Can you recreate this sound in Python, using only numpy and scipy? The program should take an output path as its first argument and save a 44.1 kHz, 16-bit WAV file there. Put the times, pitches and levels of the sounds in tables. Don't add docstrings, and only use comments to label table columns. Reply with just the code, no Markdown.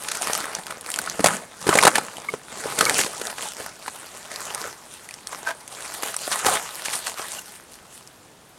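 import sys
import numpy as np
from scipy import signal
from scipy.fft import rfft, irfft
from scipy.io import wavfile
from scipy.ndimage import uniform_filter1d

SR = 44100
rng = np.random.default_rng(int(sys.argv[2]) if len(sys.argv) > 2 else 0)


def wav_out(sig):
    wavfile.write(sys.argv[1], SR, np.round(np.clip(np.atleast_2d(sig).T, -1, 1) * 32767).astype(np.int16))


N = 378378
TIME = np.arange(N) / SR
HIT_SIZE = 4096
AGE = np.arange(HIT_SIZE) / SR

# [f/Hz, relative level/dB]
SPLINTER_COLOUR = [(300, -41), (1300, 7.5), (2600, 4), (5500, 1.5), (9500, 3.5), (12000, -6), (16000, -31)]
# [f/Hz, relative level/dB]
FLAKE_COLOUR = [(150, -25), (700, 2.5), (1500, 1.5), (4000, 5), (9500, 8.5), (12000, 0), (16000, -26)]


def undb(db):
    return 10 ** (np.asarray(db) / 20)


def curve(rows, axis=1):
    rows = np.array(rows, float)
    return undb(np.interp(TIME, rows[:, 0], rows[:, axis]))


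def unit(x):
    return x / np.sqrt(np.mean(x ** 2))


def burst(x):
    return x * np.sqrt(.01 * SR / np.sum(x ** 2))


def gain_at(points, hz):
    f, db = np.transpose(points)
    return undb(np.interp(np.log(hz + 1), np.log(f), db))


def colour(x, points, size=1024):
    bins_hz = np.arange(size // 2 + 1) * SR / size
    cepstrum = irfft(np.log(gain_at(points, bins_hz)))
    cepstrum[1:size // 2] *= 2
    cepstrum[size // 2 + 1:] = 0
    impulse = irfft(np.exp(rfft(cepstrum)))
    return signal.fftconvolve(x, impulse)[:len(x)]


def resonate(x, hz, width):
    return signal.lfilter(*signal.iirpeak(hz, hz / width, fs=SR), x)


def fade(t, t60):
    return np.exp(-np.log(1000) * t / t60)


def walk(rate):
    steps = rng.standard_normal(2048)
    return np.interp(TIME * rate, np.arange(len(steps)), steps)


def add(track, s, sound):
    i = int(s * SR)
    track[i:i + len(sound)] += sound[:N - i]


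def fractures(rate, spread_db, even_s):
    chance = rng.random(N)
    strength = np.minimum(rng.exponential(size=N), 3.4)
    energy = (chance < rate / SR) * undb(spread_db * strength) ** 2
    width = int(even_s * SR)
    mean = uniform_filter1d(uniform_filter1d(energy, width), width)
    return energy / np.maximum(mean, 1e-6)


def crinkle(ring_cycles=6, tint_db=6.0, shift_db=3.5):
    # [t/s, rumble passed into the log/dB, smooth sliding against crackling/dB]
    contact = [(0, -2, 1.5), (.9, 2, -3.5), (1.25, 6.5, 2), (1.8, 7, -1.5), (2.9, 6, 0), (4.0, -5, -1),
               (5.2, -3, 0.5), (6.0, -4, 0.5), (7.4, -5.5, 0.5)]
    # [f/Hz, relative level per Hz/dB]
    sheet_colour = [(80, -25), (170, -5), (280, -9.5), (450, -1), (800, 1.5), (1400, 0.5), (2500, -7),
                    (5000, -9), (9500, -5), (11500, -15), (15500, -64)]
    energy = fractures(rate=520, spread_db=5.0, even_s=0.071)
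    at = np.flatnonzero(energy)
    skin_t60 = .003
    rumble = curve(contact, axis=1)
    sliding = curve(contact, axis=2) ** 2
    zones = np.zeros((2, N))
    for hz in 70 * 2 ** (np.arange(24) / 3):
        edges = hz * 2 ** (np.array([-1, 1]) / 6)
        band_filter = signal.butter(2, edges, "band", fs=SR, output="sos")
        noise = unit(signal.sosfilt(band_filter, rng.standard_normal(N)))
        tints = rng.standard_normal(HIT_SIZE).clip(-2, 2)
        tinted = energy.copy()
        tinted[at] *= undb(tint_db * np.resize(tints, len(at))) ** 2
        decay = fade(2 / SR, skin_t60 + ring_cycles / hz)
        ringing = signal.lfilter([1], [1, -decay], tinted)
        grain = np.sqrt((ringing / ringing.mean() + sliding) / (1 + sliding))
        band = unit(noise * grain * undb(shift_db * walk(28)))
        coupling = 1 / (1 + (hz / 480) ** 4) - (hz > 10000) / 2
        band_gain = gain_at(sheet_colour, hz) * np.sqrt(hz)
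        zones[int(hz > 2600)] += band * band_gain * rumble ** coupling
    sheet = unit(zones[0]) * effort(axis=0)
    skin = unit(zones[1]) * effort(axis=1)
    return sheet + skin


def effort(axis):
    # [t/s, length/s, flexing of the sheet/dB, crackle of the papery skin/dB,
    # growth of the strain over the pull/dB]
    pulls = [(0.007, 0.17, -37.5, -37, 6), (0.232, 0.16, -30, -30.5, 1.5), (0.437, 0.16, -35, -40, -2.5),
             (0.706, 0.033, -35.5, -42, -3), (0.865, 0.34, -38.5, -38.5, -3.5),
             (1.256, 0.093, -27, -30.5, -5), (1.613, 0.038, -43, -39.5, 1), (1.689, .185, -25.5, -28.5, 2),
             (1.963, 0.022, -26.5, -32, -4), (2.033, 0.31, -44, -43.5, -0.5),
             (2.516, 0.22, -37.5, -36, 7.5), (2.789, 0.14, -27, -27, -1), (2.951, 0.04, -28.5, -23.5, 8),
             (3.048, .25, -38.5, -38.5, 1.5), (3.367, 0.089, -38.5, -33.5, 7.5),
             (3.583, 0.09, -39.5, -37.5, -6), (3.833, 0.64, -45.5, -43.5, -3), (4.314, 0.36, -36.5, -39, 4),
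             (4.927, 0.042, -58, -41.5, -4), (5.316, 0.14, -41, -42, -4), (5.715, .27, -39.5, -39, 5),
             (6.032, .06, -33.5, -34, 1), (6.214, .09, -39.5, -33.5, -3), (6.32, 0.1, -30.5, -31, -5),
             (6.458, 0.094, -24.5, -28, 3), (6.637, 0.18, -41.5, -38, -1.5), (6.853, 0.12, -35, -32.5, 3),
             (7.064, 0.014, -35, -31, 3), (7.189, .19, -38.5, -36, -1), (7.471, 0.058, -49, -44, 3),
             (7.71, 0.039, -61, -49.5, 3), (7.906, 0.067, -61, -47.5, 5)]
    # sheet, then skin [level/dB]
    rest_db = [-49.5, -49.5]
    attack_s, release_s = 0.022, 0.044
    let_go_s, settle_s = 7.17, 1
    settling = np.exp(-np.maximum(TIME - let_go_s, 0) / settle_s)
    power = (undb(rest_db[axis]) * settling) ** 2
    for s, length_s, sheet_db, skin_db, growth_db in pulls:
        early = np.maximum(s - TIME, 0)
        late = np.maximum(TIME - s - length_s, 0)
        progress = np.clip((TIME - s) / length_s, 0, 1)
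        strain_db = growth_db * (progress - .5)
        grip = np.exp(-np.minimum(early / attack_s + late / release_s, 20))
        level_db = (sheet_db, skin_db)[axis]
        power = power + (undb(level_db + strain_db) * grip) ** 2
    return np.sqrt(power)


def cracks(ring_t60=0.013, body_t60=0.031, splinter_t60=0.024, trail_db=-15, ring_db=-2.5, lower_db=-9,
           body_db=-5, body_width=0.93):
    # [t/s, level before the ring and body trims/dB, pitch of the freed
    # piece/Hz, splinter level/dB]; the row at 1.7864 s is instead an edge squeaking as it slips (pitch of the
    breaks = [(0.2968, -19, 744, -43), (0.705, -32, 1430, -33.5), (1.073, -26, 1390, -47),
              (1.193, -19, 488, -37), (1.203, -23, 257, -29.5), (1.2422, -12, 620, -14),
              (1.259, -15.5, 556, -14.5), (1.268, -18.5, 720, -18), (1.667, -21.5, 360, -27),
              (1.677, -28.5, 312, -27), (1.6902, -10, 406, -19), (1.7268, -14.5, 1160, -31),
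              (1.7378, -26, 1140, -22.5), (1.7534, -12.5, 514, -19.5), (1.772, -18, 550, -22),
              (1.7864, -11, 2150, -19), (1.8256, -16.5, 1000, -19.5), (1.8342, -13, 1050, -16),
              (1.8512, -9, 526, -13), (1.868, -8.5, 940, -17), (1.875, -6.5, 780, -12.5),
              (1.8829, -17, 1230, -37), (1.9546, -18, 1700, -16.5), (1.9808, -17, 860, -23.5),
              (2.337, -23.5, 415, -38), (2.655, -26.5, 457, -40), (2.808, -15.5, 1360, -15.5),
              (2.8244, -26, 1230, -37), (3.061, -30, 485, -28), (3.213, -29, 415, -29.5),
              (3.298, -35, 1650, -33), (3.381, -29, 1573, -33), (3.8781, -27.5, 955, -34.5),
              (5.3273, -32, 1080, -38), (6.031, -24, 800, -27), (6.1398, -35, 1290, -31),
              (6.2757, -27.5, 635, -52), (7.1941, -29.5, 764, -48)]
    # [f/Hz, relative level/dB]
    body_colour = [(40, -16), (150, 1), (450, -2), (1500, 1.5), (2400, -2), (4000, -13), (9000, -36)]
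    break_db, break_s, halving_db = -20, 0.0021, 21
    out = np.zeros(N)
    for s, db, hz, spray_db in breaks:
        run_s = break_s * 2 ** ((break_db - db) / halving_db)
        growth = np.minimum(AGE / run_s, 1)
        after = np.maximum(AGE - run_s, 0)
        noise = rng.standard_normal((3, HIT_SIZE))
        phase = 2 * np.pi * hz * AGE
        modes = np.sin(phase) + undb(lower_db) * np.sin(0.54 * phase)
        ring = modes * growth * fade(after, ring_t60)
        push = noise[0] * growth * fade(after, body_t60)
        body = colour(resonate(push, hz, body_width * hz), body_colour)
        trail = undb(trail_db) * fade(after, 0.037)
        parting = np.sqrt(growth) * (fade(after, splinter_t60) + trail)
        spikes = noise[1] * undb(3.9 * noise[2])
        spray = colour(spikes * parting, SPLINTER_COLOUR)
        thud = undb(ring_db) * burst(ring) + undb(body_db) * burst(body)
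        add(out, s, undb(db) * thud + undb(spray_db) * burst(spray))
    return out


def snaps(flutter_db=-24, flake_db=-3, broad_db=-1, damping=0.12):
    # [t/s, level before the broad and flake trims/dB, pitch of the flake/Hz]
    flakes = [(0.2206, -26.5, 6700), (0.2716, -27.5, 1180), (0.333, -24, 6330), (0.351, -24.5, 1200),
              (0.5505, -27.5, 6000), (0.667, -34.5, 1600), (0.8102, -39.5, 9450), (0.9165, -32, 7300),
              (0.9405, -27.5, 3160), (0.96, -30, 7200), (0.9883, -23, 1520), (1.062, -35, 1150),
              (1.0979, -29.5, 6500), (2.1687, -38, 3100), (2.8528, -22.5, 4200), (2.8959, -18.5, 1970),
              (3.27, -31, 4270), (3.424, -34, 3300), (4.3596, -33.5, 4500), (4.5475, -28.5, 8840),
              (5.089, -38.5, 1920), (5.1093, -39, 2400), (5.14, -38.5, 5800), (5.2712, -32, 4840),
              (5.678, -38.5, 10100), (6.165, -26, 9900), (6.9545, -29, 10100), (8.0745, -46.5, 5400)]
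    out = np.zeros(N)
    tick = fade(AGE, .0055) * np.minimum(AGE / .0007, 1)
    flutter = fade(AGE, .02)
    for s, db, hz in flakes:
        push = rng.standard_normal(HIT_SIZE) * (tick + undb(flutter_db) * flutter)
        click = colour(push, FLAKE_COLOUR)
        flake = resonate(click, hz, damping * hz)
        snap = undb(broad_db) * burst(click) + undb(flake_db) * burst(flake)
        add(out, s, undb(db) * snap)
    return out


def rips():
    # [t at the middle/s, level/dB, half length/s]
    flurries = [(0.087, -25.5, 0.0023), (.1182, -24, 0.0031), (0.153, -28, .004), (2.7904, -19, 0.0026),
                (3.014, -20, 0.0033), (6.328, -20, 0.011), (6.396, -27, 0.0092), (6.858, -24.5, 0.0072),
                (6.936, -24, 0.0072), (7.069, -27, 0.003), (7.079, -34, 0.004)]
    out = np.zeros(N)
    middle = AGE.mean()
    for s, db, half_s in flurries:
        swell = np.exp(-((AGE - middle) / half_s) ** 2)
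        flurry = rng.standard_normal(HIT_SIZE) * swell
        add(out, s - middle, undb(db) * burst(colour(flurry, SPLINTER_COLOUR)))
    return out


def squeaks(swell_s=0.0049, t60=0.034, lower_db=-7):
    # [t/s, level/dB, pitch/Hz]
    slips = [(2.2845, -22, 2190), (2.863, -21, 2230), (7.383, -35, 2820)]
    out = np.zeros(N)
    swell = np.minimum(AGE / swell_s, 1) ** 2
    ring_out = fade(np.maximum(AGE - swell_s, 0), t60)
    for s, db, hz in slips:
        phase = 2 * np.pi * hz * AGE
        modes = np.sin(phase) + undb(lower_db) * np.sin(.54 * phase)
        add(out, s, undb(db) * burst(modes * swell * ring_out))
    return out


def drag(levels, modes, slip_rate, grit_db):
    energy = fractures(slip_rate, spread_db=-1.0, even_s=0.029)
    slips = np.sqrt(energy) * rng.choice([-1, 1], N)
    ring = sum(undb(db) * resonate(slips, hz, width) for hz, width, db in modes)
    ring = signal.sosfilt(signal.butter(1, 150, "high", fs=SR, output="sos"), ring)
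    grit = unit(colour(slips, FLAKE_COLOUR))
    moving = (TIME > levels[0][0]) & (TIME < levels[-1][0])
    return (unit(ring) + undb(grit_db) * grit) * curve(levels) * moving


def forest(dry, near_db=-13, near_t60=0.028, far_db=-23, far_t60=0.81):
    t = TIME[:SR // 2]
    near, far = rng.standard_normal((2, len(t)))
    near = colour(near * fade(t, near_t60) * (t > .004), [(200, -3.5), (2000, 1.0), (10000, 4.0)])
    far = colour(far * fade(t, far_t60) * (t > .02), [(150, -9), (1200, -9.0), (10000, -1.0)])
    near_echo = undb(near_db) * near / np.linalg.norm(near)
    far_echo = undb(far_db) * far / np.linalg.norm(far)
    return dry + signal.fftconvolve(dry, near_echo + far_echo)[:N]


def woods(level_db=-51):
    # [f/Hz, relative level/dB]
    air_colour = [(20, -5), (70, -1.5), (160, 1.5), (330, 0), (900, -3), (1800, -9), (4000, -13),
                  (9500, -15.5), (12500, -22), (16000, -28)]
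    air = unit(colour(rng.standard_normal(N), air_colour))
    return air * undb(level_db + 0.16 * walk(1))


def scene():
    # [t/s, level/dB]
    scrape_levels = [(5.44, -60), (5.462, -36), (5.474, -25), (5.49, -25), (5.512, -27.5), (5.528, -41),
                     (5.56, -60)]
    # [t/s, level/dB]
    slide_levels = [(6.438, -42), (6.464, -14), (6.495, -26), (6.545, -26.5), (6.6, -47), (6.66, -60)]
    # [f/Hz, width/Hz, relative level/dB]
    held_modes = [(678, 21, 7), (950, 96, 0), (1270, 180, -5.5), (1545, 58, 6), (2390, 120, -20)]
    # [f/Hz, width/Hz, relative level/dB]
    lying_modes = [(140, 170, -8.5), (540, 58, 3.5), (760, 95, 10), (1100, 110, 2.5), (1930, 140, -23)]
    scrape = drag(scrape_levels, held_modes, slip_rate=900, grit_db=-16.0)
    slide = drag(slide_levels, lying_modes, slip_rate=1400, grit_db=-6)
    bark = crinkle() + cracks() + snaps() + rips() + squeaks() + scrape + slide
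    return (forest(bark) + woods())[None]


def record(dry, top_hz=15900):
    thinned = signal.sosfilt(signal.butter(2, 45, "high", fs=SR, output="sos"), dry)
    clipped = np.clip(thinned, -1, 1)
    return signal.sosfilt(signal.ellip(8, .2, 70, top_hz, fs=SR, output="sos"), clipped)


dry = scene()
out = record(dry)
wav_out(out)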